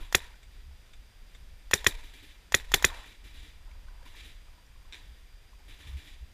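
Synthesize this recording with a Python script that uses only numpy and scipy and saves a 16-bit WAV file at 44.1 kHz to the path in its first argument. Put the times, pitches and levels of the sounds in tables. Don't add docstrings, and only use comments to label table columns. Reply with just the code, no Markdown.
import sys
import numpy as np
from scipy import signal
from scipy.fft import rfft, irfft, next_fast_len
from scipy.io import wavfile

SR = 44100
rng = np.random.default_rng(int(sys.argv[2]) if len(sys.argv) > 2 else 0)


def boost(x):
    u = np.asarray(x, float) / 20
    return 10 ** u


def to_wav(s):
    ch = np.atleast_2d(s).T
    pcm = np.round(np.clip(ch, -1, 1) * 32767)
    wavfile.write(sys.argv[1], SR, pcm.astype(np.int16))


N = 279153

# start_s, blast_db, bolt_lag_s, seal (ball in barrel: -1 loose, 1 tight), echo_db
NEAR_SHOTS = [
    (0.147, -11, 0.0045, -0.1, -50.5),
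    (1.7339, -11.5, 0.0047, 0.43, -48),
    (1.8650, -10.5, 0.0045, 0.27, -47),
    (2.5430, -11.5, 0.0049, 0.026, -49.5),
    (2.7389, -12, 0.0039, -.9, -47),
    (2.8440, -10, 0.0053, 0.64, -47.5),
]
# pitch_hz, level_db, t60_s (time to die by 60 dB)
FRAME_MODES = [(963, -9, .07), (1870, -0.1, 0.038), (2410, -3, .05), (3600, -4, 0.036), (3873, -6.5, 0.028),
               (7400, -16, 0.043)]
# pitch_hz, level_db (per Hz)
FAR_SPECTRUM = [(180, -27.5), (300, 3.5), (396, -17), (444, -2), (515, -16), (606, -13), (1400, -8.5),
                (1790, 1), (3490, -1), (4390, -8), (9030, -16.5), (10500, -20), (15000, -26)]
# pitch_hz, width_hz, lift_db
HOUSING_PEAKS = [(960, 120, 0), (1850, 110, 2), (2360, 62, 8), (3520, 390, 5.5), (3890, 150, 7.5),
                 (7250, 350, 4.5), (10250, 430, 5)]


def at_hz(points, hz):
    point_hz, point_db = np.transpose(points)
    return np.interp(np.log(hz + 1), np.log(point_hz), point_db)


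def noise(spectrum, peaks=()):
    size = next_fast_len(N)
    hz = np.arange(size // 2 + 1) * SR / size
    db = at_hz(spectrum, hz)
    for centre_hz, width_hz, lift_db in peaks:
        db = db + lift_db / (1 + (2 * (hz - centre_hz) / width_hz) ** 2)
    x = irfft(rfft(rng.standard_normal(size)) * boost(db), size)[:N]
    return x / np.std(x)


def drift(rate_hz):
    knots = rng.standard_normal(N // 64 + 2)
    smoother = signal.butter(1, rate_hz * 128 / SR, output="sos")
    slow = signal.sosfiltfilt(smoother, knots)
    return np.interp(np.arange(N) / 64, np.arange(len(slow)), slow / np.std(slow))


def clicks(times, db):
    out = np.full(N, 1e-18)
    places = (np.asarray(times) * SR).round().astype(int)
    np.add.at(out, np.clip(places, 0, N - 1), boost(db))
    return out


def ring(x, hz, t60):
    radius = boost(-60 / (t60 * SR))
    angle = 2 * np.pi * hz / SR
    return signal.lfilter([0, np.sin(angle)], [1, -2 * radius * np.cos(angle), radius * radius], x)


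def strike(times, db, modes, spread_db):
    luck = spread_db * rng.standard_normal((len(times), len(modes)))
    out = np.zeros(N)
    for k, (hz, level_db, t60) in enumerate(modes):
        out += (-1) ** k * ring(clicks(times, db + level_db + luck[:, k]), hz, t60)
    return out


def fade(times, db, rise_s, t60):
    fall = boost(-120 / (t60 * SR))
    rise = np.exp(-1 / (rise_s * SR))
    power = signal.lfilter([1 - rise], [1, -rise], clicks(times, 2 * np.asarray(db)))
    return np.sqrt(signal.lfilter([1], [1, -fall], power))


def puff(times, db, rise_s, hold_s, fall_s):
    out = np.zeros(N)
    t = np.arange(SR // 20) / SR
    shape = np.clip(t / rise_s, 0, 1) * np.exp(-np.maximum(t - rise_s - hold_s, 0) / fall_s)
    for s, level_db in zip(times, db):
        out[round(s * SR):][:len(t)] += boost(level_db) * shape
    return out


def salvo(times, db, steps):
    after, step_db = np.transpose(steps)
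    return (times[:, None] + after).ravel(), (db[:, None] + step_db).ravel()


def swells(rows):
    t = np.arange(N) / SR
    return sum(boost(2 * db) * np.exp(-((t - s) / length) ** 2) for s, db, length in rows)


def band_filter(x, order, edge_hz, kind):
    return signal.sosfilt(signal.butter(order, edge_hz, kind, fs=SR, output="sos"), x)


def barrel():
    # after_s, level_db
    surges = [
        (0, -5),
        (.0005, 4.5),
        (.0013, -3.5),
        (.0023, -3.5),
        (.0033, -8.5),
        (.0062, -14.5),
    ]
    # pitch_hz, level_db, t60_s
    groups = [
        [(389, -11, 0.024), (538, -15.5, 0.025)],
        [(786, -14.5, 0.026), (1180, -13, 0.0053), (1520, -12.5, 0.0076)],
        [(1931, -1.5, .022)],
        [(2493, -6, .016)],
        [(3070, -7.5, 0.014), (3450, -5.5, 0.019), (3880, -14.5, 0.01177)],
    ]
    lifts = [0, -5.5, -1, 0.1, -2.5]
    seal_lifts = [1.5, -9, 3, -0.17, -3.5]
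    # spread_db, the chance in each drive; the breech is steadiest
    spreads = [1.5, 3.3, 2.2, 2.2, 2.5]
    s, blast_db, _, seal, _ = np.transpose(NEAR_SHOTS)
    rung = []
    for group, lift_db, seal_db, spread_db in zip(groups, lifts, seal_lifts, spreads):
        times, db = salvo(s, blast_db + lift_db + seal_db * seal, surges)
        rung.append(strike(times, db, group, spread_db))
    breech, *bore = rung
    return -band_filter(sum(bore), 2, [620, 6000], "band") - band_filter(breech, 4, 310, "high")


def bolt():
    # pitch_hz, level_db, t60_s
    modes = [(3565, -10.5, 0.01172), (5720, -8, 0.012), (6940, 0.1, 0.0051), (7540, -11.5, 0.0076),
             (9560, -10.5, 0.011), (10870, -16, 0.016), (13240, -20, 0.008)]
    # after_s, level_db
    chatter = [
        (0, 4.5),
        (.0007, -8),
        (.0019, -4.5),
        (.003, -5),
    ]
    s, blast_db, lag, seal, _ = np.transpose(NEAR_SHOTS)
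    times, db = salvo(s + lag, blast_db - 4.5 + 2.2 * seal, chatter)
    return strike(times, db, modes, spread_db=2.2)


def sear(hiss):
    # start_s, level_db
    snaps = [
        (.1256, -28),
        (1.7120, -27.5),
        (1.8445, -29.5),
        (2.5220, -28),
        (2.7183, -29.5),
        (2.8247, -28),
    ]
    # pitch_hz, level_db, t60_s
    modes = [(449, -12, 0.016), (1000, 4.5, 0.0051), (1870, -3, 0.021), (3377, -5.5, 0.01206),
             (5070, -10, .015), (7000, -8, .012)]
    s, db = np.transpose(snaps)
    out = strike(s, db, modes, spread_db=0.0)
    out += puff(s, db - 7, 0.00038, 0.0012, 0.0047) * hiss
    return out + ring(clicks(s - .002, db - 20), 7100, 0.0081)


def vent(hiss):
    s, blast_db, _, seal, _ = np.transpose(NEAR_SHOTS)
    rush = puff(s + 0.0011, blast_db - 8 - 4.5 * seal, 0.0029, 0.0022, 0.0022)
    leak = puff(s - .0045, blast_db - 35.5, 0.00089, .004, .001)
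    return hiss * (rush + leak)


def recoil():
    s, blast_db = np.transpose(NEAR_SHOTS)[:2]
    out = strike(s + .004, blast_db - 23, FRAME_MODES, spread_db=4.5)
    out += ring(clicks(s + 0.0014, blast_db - 20), 80, 0.1)
    out += ring(clicks(s + 0.0053, blast_db - 22.5), 150, .06)
    return out + ring(clicks(s + 0.0035, blast_db - 16.5), 220, 0.03)


def marker():
    # pitch_hz, level_db (per Hz)
    gas = [(300, -21), (900, -11.5), (2000, -2.5), (3700, -4.5), (4830, -7.5), (5800, -4), (6960, -3.5),
           (8360, -16), (9710, -11.5), (12900, -11.5), (14500, -11.5), (16000, -30)]
    hiss = noise(gas)
    return sear(hiss) + barrel() + bolt() + vent(hiss) + recoil()


def hopper():
    s, *_, echo_db = np.transpose(NEAR_SHOTS)
    out = strike(s + 0.044, echo_db + 13, FRAME_MODES[3:], spread_db=0.0)
    after = 0.01 + 0.22 * rng.random((len(s), 20)) ** 1.3
    knock_db = echo_db[:, None] + 2 - 60 * after
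    short = [(hz, level_db, 0.26 * t60) for hz, level_db, t60 in FRAME_MODES]
    return out + strike((s[:, None] + after).ravel(), knock_db.ravel(), short, spread_db=5.0)


def echoes(shot):
    # delay_s, level_db
    trunks = [
        (0.011, -31),
        (0.056, -33.5),
        (.085, -43),
        (0.104, -48),
        (.14, -48),
    ]
    # pitch_hz, level_db (per Hz)
    rattle = [(88, -33), (150, -8.5), (249, -6.5), (398, 4.5), (524, -11), (1360, -12), (1830, 0.5),
              (2700, -17), (3550, -7.5), (6140, -11.5), (11000, -12), (15100, -14.5), (16000, -59.5)]
    # pitch_hz, level_db (per Hz)
    woods = [(120, -59.5), (200, -30), (267, -8), (338, -21), (443, -5.5), (804, -10.5), (980, 1),
             (1110, -16.5), (1880, -4), (2020, -4), (15000, -27)]
    s, *_, echo_db = np.transpose(NEAR_SHOTS)
    dull = band_filter(shot, 2, [700, 4500], "band")
    out = sum(boost(db) * np.roll(dull, round(delay * SR)) for delay, db in trunks)
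    early = fade(s + 0.011, echo_db + 15, .003, 0.1)
    out += early * noise(rattle, HOUSING_PEAKS) * boost(0.83 * drift(90))
    late = fade(s + 0.015, echo_db, .02, .6)
    return out + late * noise(woods, HOUSING_PEAKS) * boost(2.7 * drift(40))


def splats():
    # start_s, peak_db
    bursts = [
        (4.9245, -33.5),
        (4.9305, -34),
        (4.9354, -35.5),
        (4.9444, -34.5),
        (4.9524, -42),
    ]
    # pitch_hz, level_db, t60_s
    modes = [(420, -17, 0.039), (1570, -8, 0.017), (2370, 0.5, 0.012), (3640, 0.6, 0.017), (4020, -1, 0.01),
             (5660, -6, 0.0076), (7670, -11.5, 0.0087)]
    s, db = np.transpose(bursts)
    out = strike(s, db - 7, modes, spread_db=2.0)
    out += fade(s, db - 20.5, 0.0017, 0.32) * noise(FAR_SPECTRUM, HOUSING_PEAKS)
    tail = [(900, -30), (1500, -10.5), (1900, -4), (2600, -15), (3600, -8.5), (5000, -27.5)]
    return out + fade(s[:1], db[:1] - 27.5, .02, 1.4) * noise(tail, HOUSING_PEAKS)


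def scuffs():
    # start_s, peak_db
    snaps = [
        (0.43, -44.5),
        (0.863, -55),
        (0.935, -43.5),
        (1.3495, -43),
    ]
    # pitch_hz, level_db (per Hz)
    colour = [(1000, -12), (2200, 1), (2900, -9.5), (3600, 4.5), (4500, -17), (5600, -15), (8000, -9),
              (9500, -25)]
    s, db = np.transpose(snaps)
    return puff(s - .003, db - 12, 0.0032, .003, 0.01) * noise(colour)


def far_marker():
    # start_s, report_db, late_echo_db
    far_shots = [(.002, -52, -56.5), (.51, -67, -65), (2.035, -53.5, -56.5), (2.135, -54, -56),
                 (2.226, -53.5, -55.5), (2.96, -60, -51.5), (3.054, -55.5, -56.5), (3.24, -55.5, -55),
                 (3.34, -57, -54.5), (3.425, -57, -57.5), (4.053, -56, -55.5), (4.152, -56.5, -50.5),
                 (4.246, -53.5, -58), (5.68, -55.5, -55.5), (5.787, -57.5, -55), (5.87, -55.5, -57),
                 (5.968, -55, -54.5), (6.045, -59, -55.5)]
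    s, report_db, late_db = np.transpose(far_shots)
    wash = np.hypot(fade(s, report_db, 0.0037, 0.17), fade(s + 0.0099, late_db + 3, 0.03, 0.34))
    out = wash * noise(FAR_SPECTRUM, HOUSING_PEAKS) * boost(1.3 * drift(45))
    bright = [(5000, -28), (7300, -10), (9000, -13), (10400, -1.5), (11500, -4), (12800, -5), (15000, -5)]
    bright_peaks = [(10400, 350, 6.8), (12800, 400, 4), (7250, 300, 5)]
    out += fade(s, report_db - 10, .004, .35) * noise(bright, bright_peaks)
    thud = [(120, -18), (230, -1.0), (310, 2.5), (600, -19), (2000, -36)]
    return out + fade(s, report_db - 5.5, 0.0027, 0.16) * noise(thud)


def gear():
    # start_s, peak_db, pitch_hz
    knocks = [(0.3431, -51, 1500), (3.715, -48.5, 2276), (3.8856, -49.5, 1520), (4.0302, -51, 1643),
              (4.0562, -53, 1810), (4.152, -47, 1770), (0.712, -60, 875), (3.68, -56, 937),
              (3.884, -56, 1076), (3.941, -68, 966), (4.014, -56.5, 927), (4.065, -50.5, 1006),
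              (4.145, -54.5, 977), (4.485, -57, 1250), (4.585, -55.5, 967), (4.759, -57.5, 1078),
              (4.853, -58.5, 1058), (5.533, -54.5, 1050), (5.605, -61, 850), (3.692, -62, 620),
              (4.029, -56.5, 527), (4.6668, -54, 5610), (5.0584, -58, 5580)]
    out = np.zeros(N)
    age = np.arange(2000) / SR
    for s, db, hz in knocks:
        swell = (1 - np.exp(-age / 0.0018)) * np.exp(-age / (.001 + 3.1 / hz))
        knock = swell * np.sin(2 * np.pi * hz * age)
        knock += boost(-9.0) * np.exp(-age / 0.0009) * np.sin(2 * np.pi * 1.3 * hz * age)
        out[round((s - .002) * SR):][:2000] += boost(db + 5.5) * knock
    s, db, _ = np.transpose(knocks)
    contact = [(400, -12), (1200, 0), (4000, -4), (9000, -14), (15000, -25)]
    return out + puff(s - .001, db - 14, .0005, .001, .003) * noise(contact)


def mount():
    # start_s, peak_db, pitch_hz, length_s
    shudders = [
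        (0.699, -44.5, 67.3, 0.029),
        (3.897, -45, 31.4, 0.02),
        (5.117, -45, 55, 0.023),
        (5.902, -40, 67.9, 0.028),
        (5.961, -32.5, 66.6, 0.016),
        (6.23, -36.5, 62, 0.013),
    ]
    out, t = np.zeros(N), np.arange(N) / SR
    for s, db, hz, length in shudders:
        near = slice(round((s - .2) * SR), round((s + .2) * SR))
        age = t[near] - s
        tone = np.cos(2 * np.pi * hz * age) + 0.097 * np.cos(4 * np.pi * hz * age)
        out[near] += boost(db) * np.exp(-.5 * (age / length) ** 2) * tone
    return out


def wind():
    # time_s, level_db
    gusts = [(0.0, -45), (0.3, -45), (0.42, -63), (0.53, -51), (1.53, -53), (1.99, -41), (2.03, -52),
             (2.52, -54), (2.57, -44), (2.94, -42), (3.05, -55), (3.51, -46), (4.53, -50), (4.58, -63),
             (4.71, -46), (4.81, -54), (6.28, -53), (6.33, -57)]
    # pitch_hz, level_db (per Hz)
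    rumble = [(8.8, -30.5), (15, 1), (27, 1.5), (39, -2), (70, -9.5), (92, -14.5), (168, -33.5),
              (250, -32.5), (320, -60), (550, -120)]
    # start_s, level_db, length_s
    buffets = [(.01, -47.5, 0.054), (.6, -47, 0.12), (1.45, -47.5, .08), (1.86, -47, .03),
               (2.87, -43, 0.043), (3.3, -48.5, .12), (4.0, -57, .05), (4.27, -54, .03), (5.92, -44, 0.087),
               (6.22, -51, 0.028)]
    wind_db = np.interp(np.arange(N) / SR, *np.transpose(gusts))
    s, blast_db = np.transpose(NEAR_SHOTS)[:2]
    pressure = noise(rumble)
    sway = fade(s + .06, blast_db - 32, .04, 0.37)
    push = boost(wind_db - .3 + 2.5 * drift(5.0))
    out = np.hypot(push, sway) * band_filter(pressure, 4, 50, "low")
    flutter_db = -54 + 0.37 * (wind_db - wind_db.mean())
    flutter = np.sqrt(boost(2 * flutter_db) + swells(buffets))
    return out + flutter * boost(2.4 * drift(9)) * band_filter(pressure, 4, 50, "high")


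def leaves():
    # start_s, level_db, length_s
    rustles = [
        (.0, -60, .07),
        (.26, -66, .07),
        (2.93, -50.5, 0.077),
        (3.72, -68.5, .1),
        (4.03, -66.5, .12),
        (4.55, -72, 0.0695),
        (4.92, -70, .1),
        (5.88, -68, .07),
    ]
    colour = [(250, -23), (600, -7), (1000, -4.5), (1500, -4), (3000, -18.5), (9000, -49)]
    level = np.sqrt(boost(2 * -78) + swells(rustles))
    return level * boost(1.4 * drift(25)) * noise(colour, [(966, 180, 8)])


def field():
    # pitch_hz, level_db (per Hz)
    hush = [(71, -29.5), (120, -1), (222, -8.5), (727, -12), (1140, -16.5), (1240, -14), (1940, -10.5),
            (3450, -13.5), (4410, -18.5), (4880, -16), (6110, -20), (8480, -24), (10400, -25), (14400, -26),
            (16000, -54)]
    peaks = [(hz, width_hz, 0.36 * db) for hz, width_hz, db in HOUSING_PEAKS]
    return boost(-64 + .6 * drift(2.3)) * noise(hush, peaks)


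def electronics():
    # pitch_hz, wobble_hz, level_db
    whistles = [(4770, 51.2, -76), (8640, 12, -85.5), (14277, 99, -87)]
    out = np.zeros(N)
    for hz, wobble_hz, db in whistles:
        phase = 2 * np.pi * np.cumsum(hz + wobble_hz * drift(150)) / SR
        out += boost(db + 2 + 2.2 * drift(90)) * np.sin(phase)
    return out


def scene():
    shot = marker()
    near = shot + hopper() + echoes(shot) + splats() + scuffs()
    background = far_marker() + gear() + mount() + wind() + leaves() + field() + electronics()
    return (near + background)[None]


def roll_off(x):
    return signal.sosfilt(signal.butter(12, 16290, fs=SR, output="sos"), x)


def record(dry):
    rounded = 0.96 * np.tanh(dry / 0.88)
    cut = signal.ellip(10, .3, 30, 15000, fs=SR, output="sos")
    return roll_off(signal.sosfilt(cut, rounded))


dry = scene()
out = record(dry)
to_wav(out)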